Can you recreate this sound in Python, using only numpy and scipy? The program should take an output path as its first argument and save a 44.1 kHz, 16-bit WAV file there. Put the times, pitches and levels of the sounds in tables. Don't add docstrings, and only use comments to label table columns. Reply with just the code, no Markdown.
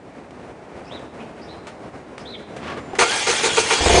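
import sys
import numpy as np
from scipy import signal
from scipy.fft import rfft, irfft
from scipy.io import wavfile
from scipy.ndimage import uniform_filter1d

SR = 44100
rng = np.random.default_rng(int(sys.argv[2]) if len(sys.argv) > 2 else 0)


def file_out(sig):
    cols = np.atleast_2d(sig).T
    lim = np.clip(cols, -1, 1)
    pcm = np.round(lim * 32767).astype(np.int16)
    wavfile.write(sys.argv[1], SR, pcm)


N = 176400
T = np.arange(N) / SR

# time in seconds, unloaded gear mesh rate in Hz.
MESH_RATE = [(2.98, 560), (3.07, 699.5), (3.135, 812), (3.8, 849.5), (4, 1120.5)]
# time in seconds, level in dB.
GRIND_FADER = [(2.984, -63), (2.992, -19), (3.06, -25), (3.16, -20.5), (3.25, -25), (3.35, -20),
               (3.42, -22.5), (3.55, -23.5), (3.68, -22.5), (3.8, -21.5), (3.87, -18.5), (4, -18)]
# frequency in Hz, relative gain in dB.
GRIND_EQ = [(35, -54), (60, -16), (135, -14), (280, -7.5), (703, -5), (835, 1), (1080, -6), (1620, -5),
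            (3220, -3.5), (3820, -6), (6520, -7.5), (10000, -13.5)]
# harmonic of the mesh rate, level in dB.
GEAR_HARMONICS = [(2, -11.5), (3, -27), (4, -19)]
# time in seconds, gain in dB.
GEAR_FADER = [(3, 3), (3.16, 6), (3.21, -7.5)]
# resonance in Hz, relative level in dB.
CASE_MODES = [(1850, -8), (2143, 1), (2355, 2.5), (2749, -5), (3300, 1.5), (4390, -5.5), (6400, 1)]
# start in seconds, level in dB, then rise, hold and
# release t60 in seconds.
STARTER_LOADS = [(2.986, -13.5, 0.0032, 0.039, 0.18), (3.269, -17.5, 0.0039, 0.03, 0.11),
                 (3.432, -15, 0.005, 0.013, 0.26), (3.568, -14.5, 0.0052, 0.012, 0.17),
                 (3.7, -16, 0.0072, 0.03, 0.12)]
# resonance in Hz, width in Hz, relative level in dB.
HOUSING_MODES = [(384.3, 21.5, -3), (447.4, 38, 2), (796, 24, -3.5), (905, 37, -2), (1198, 28, -6),
                 (1396, 40, -2), (2375, 200, -1)]
# frequency in Hz, relative gain in dB.
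CLATTER_EQ = [(100, -5.5), (300, -7), (700, 1.5), (1200, 2.5), (2200, 5), (3500, -5), (6000, -15),
              (10000, -14)]
# frequency in Hz, relative gain in dB.
RING_EQ = [(1500, -36), (4000, 0.5), (5500, -7.5), (6350, 2), (7100, -3.5), (8200, -7), (10000, -10)]
# start in seconds, level in dB, centre in Hz.
PINION_CLANKS = [(2.989, -16, 1870), (3.009, -12, 1290), (3.018, -13, 1100), (3.024, -12.5, 750)]
# start in seconds, thump level in dB, bark level in dB.
FIRST_FIRINGS = [(3.808, -20.5, -19.5), (3.858, -16, -15), (3.897, -18.5, -17), (3.927, -14, -17.5),
                 (3.949, -17, -14), (3.977, -19, -15.5)]
# pitch in Hz, relative level in dB, t60 in seconds.
PIPE_MODES = [(240, -16, 0.14), (339, -5.5, 0.21), (496, -1.5, 0.092), (694.4, -7.5, 0.52)]
# frequency in Hz, relative gain in dB.
GAS_EQ = [(60, -16), (130, -5), (270, -10), (370, 2), (500, 2), (600, -3.5), (950, -8), (1350, -16),
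          (2500, -14.5), (5000, -30), (10000, -43)]
# time in seconds, level in dB.
ROAR_FADER = [(3.87, -30), (3.96, -19.5)]
# start in seconds, level in dB, t60 in seconds.
CLICKS = [(0.307, -40, .03), (.993, -40, 0.029), (1.669, -31.5, 0.17), (2.18, -28, 0.03),
          (2.192, -39, 0.25), (2.564, -32.5, 0.12), (2.773, -37, 0.086), (2.952, -29, 0.16)]
# frequency in Hz, relative gain in dB.
CLICK_EQ = [(100, -22), (400, 2), (1300, -0.5), (2800, -7), (4500, -14.5), (7000, -18.5), (10000, -22)]
# time in seconds, level in dB.
PUMP_FADER = [(2.55, -71), (2.62, -41), (2.665, -29.5), (2.72, -32), (2.76, -38), (2.79, -31), (2.83, -75),
              (2.92, -42.5), (3, -45.5)]
# frequency in Hz, relative gain in dB.
PUMP_EQ = [(47, -41), (80, -6), (395, -5.5), (568, -8.5), (980, -13), (1130, -6.5), (1220, -8.5),
           (2980, -17.5), (10000, -42)]
# pitch in Hz, relative level in dB.
PUMP_HUM = [(1135, -4), (1680, -14)]
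# pitch in Hz, level in dB, t60 in seconds.
SOLENOID_MODES = [(388, -23.5, 0.1), (516, -34, 0.085), (766, -22, 0.069)]
# start and length in seconds, top pitch in Hz, level in dB,
# echo send in dB, roughness from 0 to 1.
WHISTLES = [(0.903, .09, 3930, -43.5, -5.5, 0.01), (1.469, 0.081, 4100, -52, 1.5, 0.03),
            (2.244, 0.12, 4115, -40, -3.5, 0.03)]
# start and length in seconds, first and last pitch in Hz, level in dB,
# roughness from 0 to 1.
LOW_CHIRPS = [(0.865, .055, 2400, 3000, -54, .03), (1.186, .058, 2350, 2950, -47, .12),
              (2.337, 0.022, 2230, 2230, -42, .04)]
# frequency in Hz, relative gain in dB.
TRAFFIC_EQ = [(25, -32.5), (65, -8.5), (150, -6), (240, -3), (450, -4), (700, -6.5), (1200, -15),
              (2300, -21), (3200, -29.5), (5000, -34), (10000, -41)]
# time in seconds, level in dB.
TRAFFIC_FADER = [(0, -42), (.3, -39.5), (1, -36.5), (1.9, -38.5), (2.9, -36)]

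SAG_DEPTH, PATCH_DB = .16, 3
CASE_DB, HOUSING_DB, CLATTER_DB, RING_DB = -8, -2.5, -6.5, -22.5
THUMP_HZ, THUMP_S, BARK_T60 = 71, .027, .17
WHINE_ON_S, WHINE_HZ, WHINE_DB, SOLENOID_S = 2.8, 7170, -63, 2.934
PIP_LEAD_S, PIP_S, PIP_HZ, PIP_DB, RASP_HZ = .058, .054, 5110, -55.5, 300
WALL_DELAY_S, LOT_T60, CAR_ECHO_DB, TOP_HZ = .012, .98, -15, 10150


def starter():
    mesh_hz = np.interp(T, *np.transpose(MESH_RATE)) * (1 + .013 * drift(rate_hz=150))
    first_compression_s = STARTER_LOADS[1][0]
    mesh_hz *= 1 - SAG_DEPTH * after_loads(lag_s=.055, width_s=.04) * (T > first_compression_s)
    grind = gear_grind(mesh_hz)
    load = sum(amp(db) * envelope(s, rise, hold, t60) for s, db, rise, hold, t60 in STARTER_LOADS)
    body = load * bell_housing(mesh_hz)
    clatter = colour(load * patchy(teeth(mesh_hz, scrape=.38, uneven_db=3)), CLATTER_EQ)
    ring = colour(after_loads(lag_s=.025, width_s=.024) * teeth(mesh_hz), RING_EQ)
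    return grind + amp(HOUSING_DB) * body + amp(CLATTER_DB) * clatter + amp(RING_DB) * ring


def gear_grind(mesh_hz):
    whine = sum(amp(db) * tone(k * mesh_hz) * amp(2 * drift(rate_hz=45)) for k, db in GEAR_HARMONICS)
    rasp = teeth(mesh_hz)
    case = sum(amp(db + 4 * drift(rate_hz=10)) * resonate(rasp, hz, width_hz=42) for hz, db in CASE_MODES)
    scrape = patchy(colour(teeth(mesh_hz), GRIND_EQ))
    return level(GRIND_FADER) * unit(scrape + level(GEAR_FADER) * whine + amp(CASE_DB) * unit(case))


def bell_housing(mesh_hz):
    blows = teeth(mesh_hz, scrape=.099, uneven_db=3)
    body = 0
    for hz, width, db in HOUSING_MODES:
        moving_hz = hz * (1 + .012 * drift(rate_hz=10.6))
        body += amp(db) * resonate(resonate(blows, moving_hz, width), moving_hz, hz / 2)
    return unit(body)


def teeth(mesh_hz, scrape=.98, uneven_db=1):
    tooth_phase = np.cumsum(mesh_hz) / SR % 1
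    contact = scrape + np.exp(-tooth_phase / .74)
    return unit(contact * noise() * amp(uneven_db * drift(rate_hz=300)))


def after_loads(lag_s, width_s):
    return sum(np.exp(-((T - s - lag_s) / width_s) ** 2 / 2) * (T > s) for s, *_ in STARTER_LOADS)


def pinion(width_hz=780):
    volley = 0
    for s, db, hz in PINION_CLANKS:
        steel = resonate(resonate(noise(), hz, width_hz), hz, 2 * width_hz)
        volley += amp(db) * envelope(s, rise=.0016, hold=.0014, t60=.074) * steel
    low_cut_hz = HOUSING_MODES[0][0]
    return signal.sosfilt(signal.butter(2, low_cut_hz, "high", fs=SR, output="sos"), volley)


def exhaust():
    hits, t = np.zeros(N), T[:SR // 5]
    thump = np.sin(2 * np.pi * THUMP_HZ * t) * np.exp(-(t / THUMP_S) ** 4)
    for s, thump_db, bark_db in FIRST_FIRINGS:
        add(hits, s, amp(thump_db) * thump)
        add(hits, s, amp(bark_db) * struck(PIPE_MODES))
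    barks = sum(amp(db) * envelope(s, .0011, .0013, BARK_T60) for s, _, db in FIRST_FIRINGS)
    roar = level(ROAR_FADER) * unit(noise() * amp(5.8 * drift(rate_hz=130)))
    return hits + colour(barks * noise() + roar, GAS_EQ)


def switches():
    snaps = sum(amp(db) * envelope(s, rise=.0005, hold=0, t60=t60) for s, db, t60 in CLICKS)
    return colour(snaps * noise(), CLICK_EQ)


def fuel_pump():
    hum = sum(amp(db) * tone(hz * (1 + .0179 * drift(rate_hz=109))) for hz, db in PUMP_HUM)
    hum *= envelope(2.63, rise=.09, hold=.029, t60=.2)
    whirr = colour(noise() * amp(2 * drift(rate_hz=63)), PUMP_EQ)
    whine_gate = (T > WHINE_ON_S) * (T < STARTER_LOADS[0][0])
    whine = whine_gate * tone(WHINE_HZ + 20 * drift(rate_hz=53))
    return level(PUMP_FADER) * (whirr + hum) + amp(WHINE_DB) * whine


def solenoid():
    knock = np.zeros(N)
    add(knock, SOLENOID_S, struck(SOLENOID_MODES))
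    return knock


def bird():
    calls, echo_send = np.zeros(N), np.zeros(N)
    pip_hz = PIP_HZ * np.linspace(.94, 1.06, round(PIP_S * SR))
    for start, length, top_hz, db, echo_db, rough in WHISTLES:
        call = np.zeros(N)
        arch = 1 - .3 * np.linspace(-1, 1, round(length * SR)) ** 2
        add(call, start, bird_note(top_hz * arch, db, rough))
        add(call, start - PIP_LEAD_S, bird_note(pip_hz, PIP_DB, rough=.06))
        calls += call
        add(calls, WALL_DELAY_S, amp(echo_db) * call)
        echo_send += amp(echo_db) * call
    for start, length, from_hz, to_hz, db, rough in LOW_CHIRPS:
        chirp = bird_note(np.linspace(from_hz, to_hz, round(length * SR)), db, rough)
        add(calls, start, chirp)
        add(echo_send, start, chirp)
    return calls + amp(-4) * lot_echo(echo_send)


def bird_note(hz, db, rough):
    size = len(hz)
    swell = signal.windows.tukey(size, .3) * unit(amp(3.5 * drift(90, size)))
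    rasp = 1 + .35 * tone(RASP_HZ * amp(drift(RASP_HZ, size)))
    whistle = tone(hz * (1 + rough * drift(1300, size)))
    return amp(db) * swell * unit(rasp * whistle)


def lot_echo(x):
    tail = (noise() * envelope(.012, rise=.013, hold=0, t60=LOT_T60))[:SR]
    return signal.oaconvolve(x, tail / np.linalg.norm(tail))[:N]


def traffic():
    return colour(noise(), TRAFFIC_EQ) * level(TRAFFIC_FADER) * amp(1.76 * drift(rate_hz=14))


def amp(db):
    return 10 ** (np.asarray(db) / 20)


def unit(x):
    return x / np.sqrt(np.mean(x ** 2) + 1e-20)


def noise(size=N):
    return rng.standard_normal(size)


def level(points):
    return amp(np.interp(T, *np.transpose(points), left=-140))


def envelope(start, rise, hold, t60):
    t = T - start
    return np.clip(t / rise, 0, 1) * amp(-60 * np.maximum(t - rise - hold, 0) / t60)


def add(mix, s, sound):
    part = mix[round(s * SR):][:len(sound)]
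    part += sound[:len(part)]


def colour(x, points):
    hz, db = np.transpose(points)
    f = np.fft.rfftfreq(4096, 1 / SR) + 1
    gain = amp(np.interp(np.log(f), np.log(hz), db)) / np.sqrt(1 + (f / TOP_HZ) ** 40)
    cepstrum = irfft(np.log(gain + 1e-5))
    cepstrum[1:2048] *= 2
    cepstrum[2049:] = 0
    taps = irfft(np.exp(rfft(cepstrum)))
    return signal.oaconvolve(x, taps / np.linalg.norm(taps))[:len(x)]


def patchy(x):
    spectrum = signal.stft(x, nperseg=256)[2]
    patches = uniform_filter1d(noise(spectrum.shape[::-1]), 14, axis=0)
    patches = uniform_filter1d(patches, 4, axis=1)
    return unit(signal.istft(spectrum * amp(PATCH_DB * unit(patches).T), nperseg=256)[1][:N])


def drift(rate_hz, size=N):
    f = np.fft.rfftfreq(size, 1 / SR)
    return unit(irfft(rfft(noise(size)) * np.exp(-(f / rate_hz) ** 2), size))


def tone(hz):
    return np.sqrt(2) * np.sin(2 * np.pi * np.cumsum(hz) / SR)


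def resonate(x, hz, width_hz):
    turn = np.exp(2j * np.pi * np.cumsum(hz * np.ones(N)) / SR)
    pole = np.exp(-np.pi * width_hz / SR)
    return unit((turn * signal.lfilter([1], [1, -pole], x / turn)).real)


def struck(modes):
    t = T[:SR // 3]
    return sum(amp(db - 60 * t / t60) * np.sin(2 * np.pi * hz * t) for hz, db, t60 in modes)


def scene():
    car = switches() + fuel_pump() + solenoid() + pinion() + starter() + exhaust()
    return (car + amp(CAR_ECHO_DB) * lot_echo(car) + bird() + traffic())[None]


def record(dry):
    clipped = dry / (1 + (dry / .9) ** 6) ** (1 / 6)
    high_cut = signal.firwin(601, TOP_HZ, window=("kaiser", 9), fs=SR)
    return signal.oaconvolve(clipped, high_cut[None], "same")


dry = scene()
out = record(dry)
file_out(out)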